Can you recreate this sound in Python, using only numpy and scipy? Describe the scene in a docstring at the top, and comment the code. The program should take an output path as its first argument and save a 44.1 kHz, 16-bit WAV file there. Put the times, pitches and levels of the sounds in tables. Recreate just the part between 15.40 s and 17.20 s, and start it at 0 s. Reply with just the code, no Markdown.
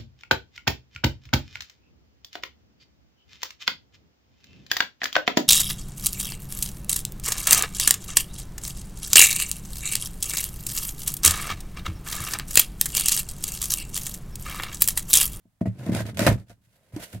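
"""Hands work a cardboard box on a desk below a stereo microphone in a small quiet room, for 1.8 seconds.
After a faint knock, hard knocks ring the hollow box near 0.2 s while tape and flaps scrape in short pulls.
Tape snaps free, hardest near 0.8 s, and shaking swells just after; from 1.16 s hands softly brush the flaps.
A few last knocks and scrapes follow 1.5 s. Decaying modes make the box, random clicks the tape and board,
and noise the snaps; a faint noise hiss lies under all, and the right port hears more of the top treble."""
import sys
import numpy as np
from scipy import signal
from scipy.fft import rfft, irfft, next_fast_len
from scipy.io import wavfile
from scipy.ndimage import uniform_filter1d

SR = 44100
rng = np.random.default_rng(int(sys.argv[2]) if len(sys.argv) > 2 else 0)


def level_to_linear(level):
    """Convert decibel levels to linear amplitude factors, elementwise."""
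    exponent = np.asarray(level, float) / 20
    return 10 ** exponent


def wav_out(sig):
    """Save sig, one row per channel (or a flat mono array), as 16-bit PCM at SR to the path in sys.argv[1]."""
    wavfile.write(sys.argv[1], SR, np.round(np.clip(np.atleast_2d(sig).T, -1, 1) * 32767).astype(np.int16))


N = 79380  # length in samples
BRUSH_FROM_S = 1.16  # from here hands brush the flaps
SLIPS_PER_S, SLIP_SCATTER_DB = 3000, 2  # board slips, heard directly and through the box


# How the flap's changing tension shifts the pitch of the panels.
# Each row: time in seconds, pitch ratio of the panel modes.
FLAP_TENSION = [(.79, 1.05), (0.863, 1.02), (0.886, 1.1), (.93, 1.1)]
PANEL_FROM_HZ = 400  # modes above this belong to the panels


def ring(force, hz, t60_s):
    """One mode: pushed by a force, it swings at its pitch and dies away; panel modes follow the tension."""
    ratio = np.ones(N)
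    if hz > PANEL_FROM_HZ:
        ratio = np.interp(np.arange(N) / SR, *np.array(FLAP_TENSION).T)
    turn = np.exp(2j * np.pi * np.cumsum(hz * ratio) / SR)
    decay = np.exp(-np.log(1000) / (t60_s * SR))
    # Take out the rotation, let the force decay, then put the rotation back.
    swing = signal.lfilter([1], [1, -decay], force / turn)
    return (turn * swing).imag


def closeness(hz, spot_hz, octaves):
    """A struck or rubbed spot drives the modes near its favoured pitch most."""
    return np.exp(-.5 * (np.log2(hz / spot_hz) / octaves) ** 2)


# The ways the hollow box vibrates.
# Each row: pitch in Hz, gain in dB, time to fade by 60 dB in seconds.
BOX_MODES = [(50.5, 10, .2), (80.4, -7, .15), (108.35, -1, 0.15), (186, -6, 0.14), (230, 1.5, 0.053),
             (308, -8, 0.065), (435, -14, .08), (572, -12.5, .1), (626, 0, .07), (823, -14.5, .06),
             (1073, -12.5, 0.061), (1510, -18, .045), (1850, -8, 0.055), (2680, -12, .035)]
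# Knocks on the box.
# Each row: start in seconds, push strength in dB, pitch in Hz that the spot favours, breadth in octaves.
KNOCKS = [(0.054, -48.5, 181, 0.95), (0.2124, -14, 227, 0.9), (0.257, -20.5, 300, 0.97),
          (.258, -38, 2070, .5), (0.271, -6.5, 138.8, 0.38), (.465, -24, 300, 0.76),
          (.4925, -15.5, 217, 0.67), (0.521, -14, 284, 0.29), (.547, -19.5, 250, 0.95),
          (.591, -10.5, 1520, 0.073), (.602, -20.5, 168, 0.82), (.794, -18, 337, 1.5),
          (.815, -14, 300, 0.42), (.865, -13, 395, 3.5), (0.869, -14, 1410, 0.95), (0.884, -13, 54.8, 1.3),
          (1.099, -38.5, 101, 2), (1.18, -51, 90, .5), (1.27, -49, 89, .4), (1.535, -23, 100, 0.53),
          (1.563, -12.5, 335, 0.2), (1.595, -35.5, 74, 3.2), (1.737, -27, 113, 0.87),
          (1.748, -28.5, 144, 1.22)]
# The box shaking under the hands.
# Each row: time in seconds, level of the ringing in dB.
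SHAKE_LEVEL = [(0.2, -76.5), (0.292, -41), (0.345, -38.5), (0.41, -33), (0.487, -20), (0.632, -26.5),
               (0.666, -31), (0.792, -30), (0.916, -12.5), (1.004, -36.5), (1.042, -50.5), (1.434, -82.5),
               (1.554, -48), (1.692, -67), (1.746, -35), (1.8, -37.5)]
SHAKE_HZ, SHAKE_OCTAVES = 108, .5
JOLTS_PER_S, JOLT_SCATTER_DB = 330, -1
RASP_INTO_BOX_DB, RASP_SPOT_HZ, RASP_OCTAVES = -27.5, 300, 1.2
PUSH_CYCLES = 0.35  # contact time, in cycles of the mode or favoured pitch, whichever is higher


def box():
    """Knocks, jolts and slipping board push the modes of the hollow box, which ring and add up."""
    jolts = clicks(JOLTS_PER_S, JOLT_SCATTER_DB)
    rung_jolts = 0
    for hz, gain_db, t60_s in BOX_MODES:
        share = closeness(hz, SHAKE_HZ, SHAKE_OCTAVES)
        rung_jolts = rung_jolts + level_to_linear(gain_db) * share * ring(jolts, hz, t60_s)
    shake_db = np.interp(np.arange(N) / SR, *np.array(SHAKE_LEVEL).T, left=-90)
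    shake = jolts * level_to_linear(shake_db) / np.std(rung_jolts)
    slips = unit(clicks(SLIPS_PER_S, SLIP_SCATTER_DB)) * pull_gain(True) * level_to_linear(RASP_INTO_BOX_DB)

    out = 0
    for hz, gain_db, t60_s in BOX_MODES:
        force = shake * closeness(hz, SHAKE_HZ, SHAKE_OCTAVES)
        force = force + slips * closeness(hz, RASP_SPOT_HZ, RASP_OCTAVES)
        for start_s, strength_db, spot_hz, octaves in KNOCKS:
            push = np.hanning(int(PUSH_CYCLES * SR / max(hz, spot_hz)) + 3)
            push = push / push.sum() * level_to_linear(strength_db) * closeness(hz, spot_hz, octaves)
            first = int(start_s * SR)
            force[first:first + len(push)] -= push
        out = out + level_to_linear(gain_db) * ring(force, hz, t60_s)
    return out


# Tape fibres snapping.
# Each row: start in seconds, level in dB at the start of the burst.
SNAPS = [(0.261, -49), (0.3946, -48), (0.464, -39.5), (0.5204, -40), (0.5493, -23.5), (0.6572, -45.5),
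         (0.7719, -30), (0.7929, -17), (0.8662, -14.5), (1.0962, -48.5), (1.5636, -37.5), (1.731, -49.5)]
# Tone of the crackle and snaps.
# Each row: frequency in Hz, relative level in dB.
CRACKLE_TONE = [(880, -37), (1500, -3), (1890, -8), (2760, -7), (5190, -11.5), (8560, -15.5),
                (14700, -19.5), (16400, -35)]
# How much brighter a brush is than the tape.
# Each row: frequency in Hz, lift in dB.
BRUSH_LIFT = [(6000, 0), (13000, 4.5)]
CRACKLES_PER_S, CRACKLE_SCATTER_DB = 9000, 1.5
CRACKLE_SPREAD = 1  # share of the power heard by one port only
SNAP_MS = 2  # time for a snap to fade to about a third


def tape():
    """Dense clicks crackle along with each pull, and short noise bursts sound where fibres snap."""
    t = np.arange(N) / SR
    bursts = 0
    for start_s, level_db in SNAPS:
        fade = np.exp(-np.maximum(t - start_s, 0) * 1000 / SNAP_MS)
        bursts = bursts + level_to_linear(level_db) * (t >= start_s) * fade
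    crackle = spread(lambda: clicks(CRACKLES_PER_S, CRACKLE_SCATTER_DB), CRACKLE_SPREAD)
    crackle = unit(colour(crackle, CRACKLE_TONE))
    crackle = np.where(t < BRUSH_FROM_S, crackle, colour(crackle, BRUSH_LIFT))
    snap = spread(lambda: rng.standard_normal(N), CRACKLE_SPREAD)
    snap = unit(colour(snap, CRACKLE_TONE))
    return pull_gain(False) * patchy() * crackle + bursts * snap


# Tone of the rasping board.
# Each row: frequency in Hz, relative level in dB.
RASP_TONE = [(170, -30.5), (300, -7), (579, 1), (866, -9), (1040, -10.5), (1110, -14), (1890, -11.5),
             (2600, -18), (3380, -69)]
RASP_SPREAD = 0.16  # share of the power heard by one port only


def rasp():
    """Corrugated board slips and creases: random clicks that follow each pull."""
    slips = spread(lambda: clicks(SLIPS_PER_S, SLIP_SCATTER_DB), RASP_SPREAD)
    return unit(colour(slips, RASP_TONE)) * pull_gain(True) * patchy()


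# Pulls, scrapes and brushes of the hands.
# Each row: start in seconds, end in seconds, crackle in dB at the start, crackle in dB at the end,
# rasp in dB above the crackle.
PULLS = [(0.208, 0.221, -53, -63.5, 11), (0.254, 0.312, -51.5, -79, 12), (0.318, 0.408, -74.5, -62, 3.5),
         (0.382, 0.501, -63, -51.5, 7.5), (0.515, 0.612, -44, -38, 1.5), (0.615, 0.66, -87, -81, 13),
         (0.651, 0.698, -52, -47.5, 4), (0.743, 0.783, -55.5, -64, -2), (0.771, 0.787, -36, -46.5, 4.5),
         (0.793, 0.87, -35.5, -33.5, 2.5), (0.863, 0.945, -25.5, -52, 8), (0.974, 1.034, -60.5, -71, 5.5),
         (1.065, 1.096, -69.5, -67, -3), (1.099, 1.123, -53.5, -66.5, 5.5), (1.212, 1.259, -77.5, -72, -11),
         (1.267, 1.363, -82, -67.5, -4), (1.362, 1.511, -78, -72, 3), (1.521, 1.553, -66, -57, 6),
         (1.56, 1.6, -52.5, -65.5, 11), (1.593, 1.64, -54.5, -40.5, -6), (1.652, 1.749, -57, -61, -3.5),
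         (1.726, 1.781, -52, -62.5, 0.5)]
PULL_ATTACK_MS, PULL_RELEASE_MS = 3.2, 7.2


def pull_gain(with_rasp):
    """Gain over time: each pull starts sharply, slides in level and lets go."""
    t = np.arange(N) / SR
    out = 0
    for start_s, end_s, start_db, end_db, rasp_db in PULLS:
        rise = np.clip((t - start_s) * 1000 / PULL_ATTACK_MS, 0, 1)
        fall = np.exp(-np.maximum(t - end_s, 0) * 1000 / PULL_RELEASE_MS)
        level_db = np.interp(t, [start_s, end_s], [start_db, end_db]) + with_rasp * rasp_db
        out = out + rise * fall * level_to_linear(level_db)
    return out


PATCHES_PER_S = 200
PATCHY_DB, BRUSH_PATCHY_DB = 3.9, 1.8  # scatter of the gain before it is smoothed


def patchy():
    """Glue lets go unevenly: the gain wavers quickly at random, more gently for brushing hands."""
    patch = int(SR / PATCHES_PER_S)
    depth_db = np.where(np.arange(N) / SR < BRUSH_FROM_S, PATCHY_DB, BRUSH_PATCHY_DB)
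    steps = np.repeat(rng.standard_normal(N // patch + 1), patch)
    return level_to_linear(depth_db * uniform_filter1d(steps, patch)[:N])


ROOM_T60_S, ROOM_LOW_DB, ROOM_HIGH_DB = 0.12, -14.5, -4.5
ROOM_SPLIT_HZ = 650  # middle of the slope from low to high level


def room(x):
    """Desk and walls scatter the sound, differently to each port and more so in the treble."""
    t = np.arange(SR // 2) / SR
    fade = np.exp(-np.log(1000) * t / ROOM_T60_S)
    tail = rng.standard_normal((2, len(t))) * fade * (t > .001)
    tail /= np.sqrt(np.sum(tail ** 2, axis=1, keepdims=True))
    wet = signal.fftconvolve(tail, x, axes=1)[:, :N]
    return colour(wet, [(ROOM_SPLIT_HZ / 2, ROOM_LOW_DB), (ROOM_SPLIT_HZ * 2, ROOM_HIGH_DB)])


# Tone of the hiss.
# Each row: frequency in Hz, relative level in dB.
HISS_TONE = [(25, -7), (114, 0.5), (272, -11), (367, -29), (667, -21), (1150, -25), (2260, -29),
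             (4710, -32), (14700, -36), (16400, -31.5)]
HISS_DB = -70  # average (rms) level as it reaches the ports


def hiss():
    """Room tone and microphone hiss: steady noise whose bass is mostly shared by both ports."""
    mid, side = rng.standard_normal((2, N))
    side = colour(side, [(150, -10.0), (1500, -2)])
    both = np.array([mid + side, mid - side])
    return level_to_linear(HISS_DB) * unit(colour(both, HISS_TONE))


def clicks(rate, scatter_db):
    """Single-sample clicks at random times, with random sign and strength."""
    hit, size, sign = rng.random(N), rng.exponential(size=N), rng.choice([-1, 1], N)
    return (hit < rate / SR) * sign * level_to_linear(scatter_db * size)


def spread(make, share):
    """A wide source: part reaches both ports alike, part only one."""
    share = np.clip(share, 0, 1)
    common = np.sqrt(1 - share) * make()
    return common + np.sqrt(share) * np.array([make(), make()])


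def colour(x, points, share=1):
    """Filter by (Hz, dB) points joined on a log frequency axis; share scales the dB."""
    size = next_fast_len(2 * N)
    hz = np.arange(size // 2 + 1) * SR / size + 1  # 1 Hz up, so the log exists
    point_hz, point_db = np.array(points, float).T
    gain_db = share * np.interp(np.log(hz), np.log(point_hz), point_db)
    return irfft(rfft(x, size) * level_to_linear(gain_db), size)[..., :N]


def unit(x):
    """Scale to an average (rms) level of 1."""
    return x / np.sqrt(np.mean(x ** 2))


BASS_CUT_HZ = 112.3  # a small box radiates little deep bass


def scene():
    """All handling sounds, direct and through the room, with their bass thinned, over the hiss."""
    direct = tape() + rasp() + box()
    handling = direct + room(direct)
    bass_cut = signal.butter(3, BASS_CUT_HZ, "high", fs=SR, output="sos")
    return signal.sosfilt(bass_cut, handling) + hiss()


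# How the two microphone ports differ in tone.
# Each row: frequency in Hz, left minus right in dB.
PORT_DIFFERENCE = [(100, -0.5), (400, -1), (1300, 2), (2400, 0.5), (4400, 1), (8000, -11), (10500, -11.5),
                   (14000, -8)]


def ports(x):
    """Each port takes half of the difference in tone, in opposite directions."""
    return np.array([colour(x[0], PORT_DIFFERENCE, .5), colour(x[1], PORT_DIFFERENCE, -.5)])


def band_limit(x):
    """A steep low-pass at the top of the band."""
    return signal.sosfilt(signal.butter(12, 17160, fs=SR, output="sos"), x)


def record(dry):
    """The two ports colour the sound differently, and a steep filter cuts the top."""
    mix = ports(dry)
    top_cut = signal.ellip(8, .2, 70, 16450, fs=SR, output="sos")  # ripple dB, depth dB, edge Hz
    mix = signal.sosfilt(top_cut, mix)
    return band_limit(mix)


dry = scene()
out = record(dry)
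wav_out(out)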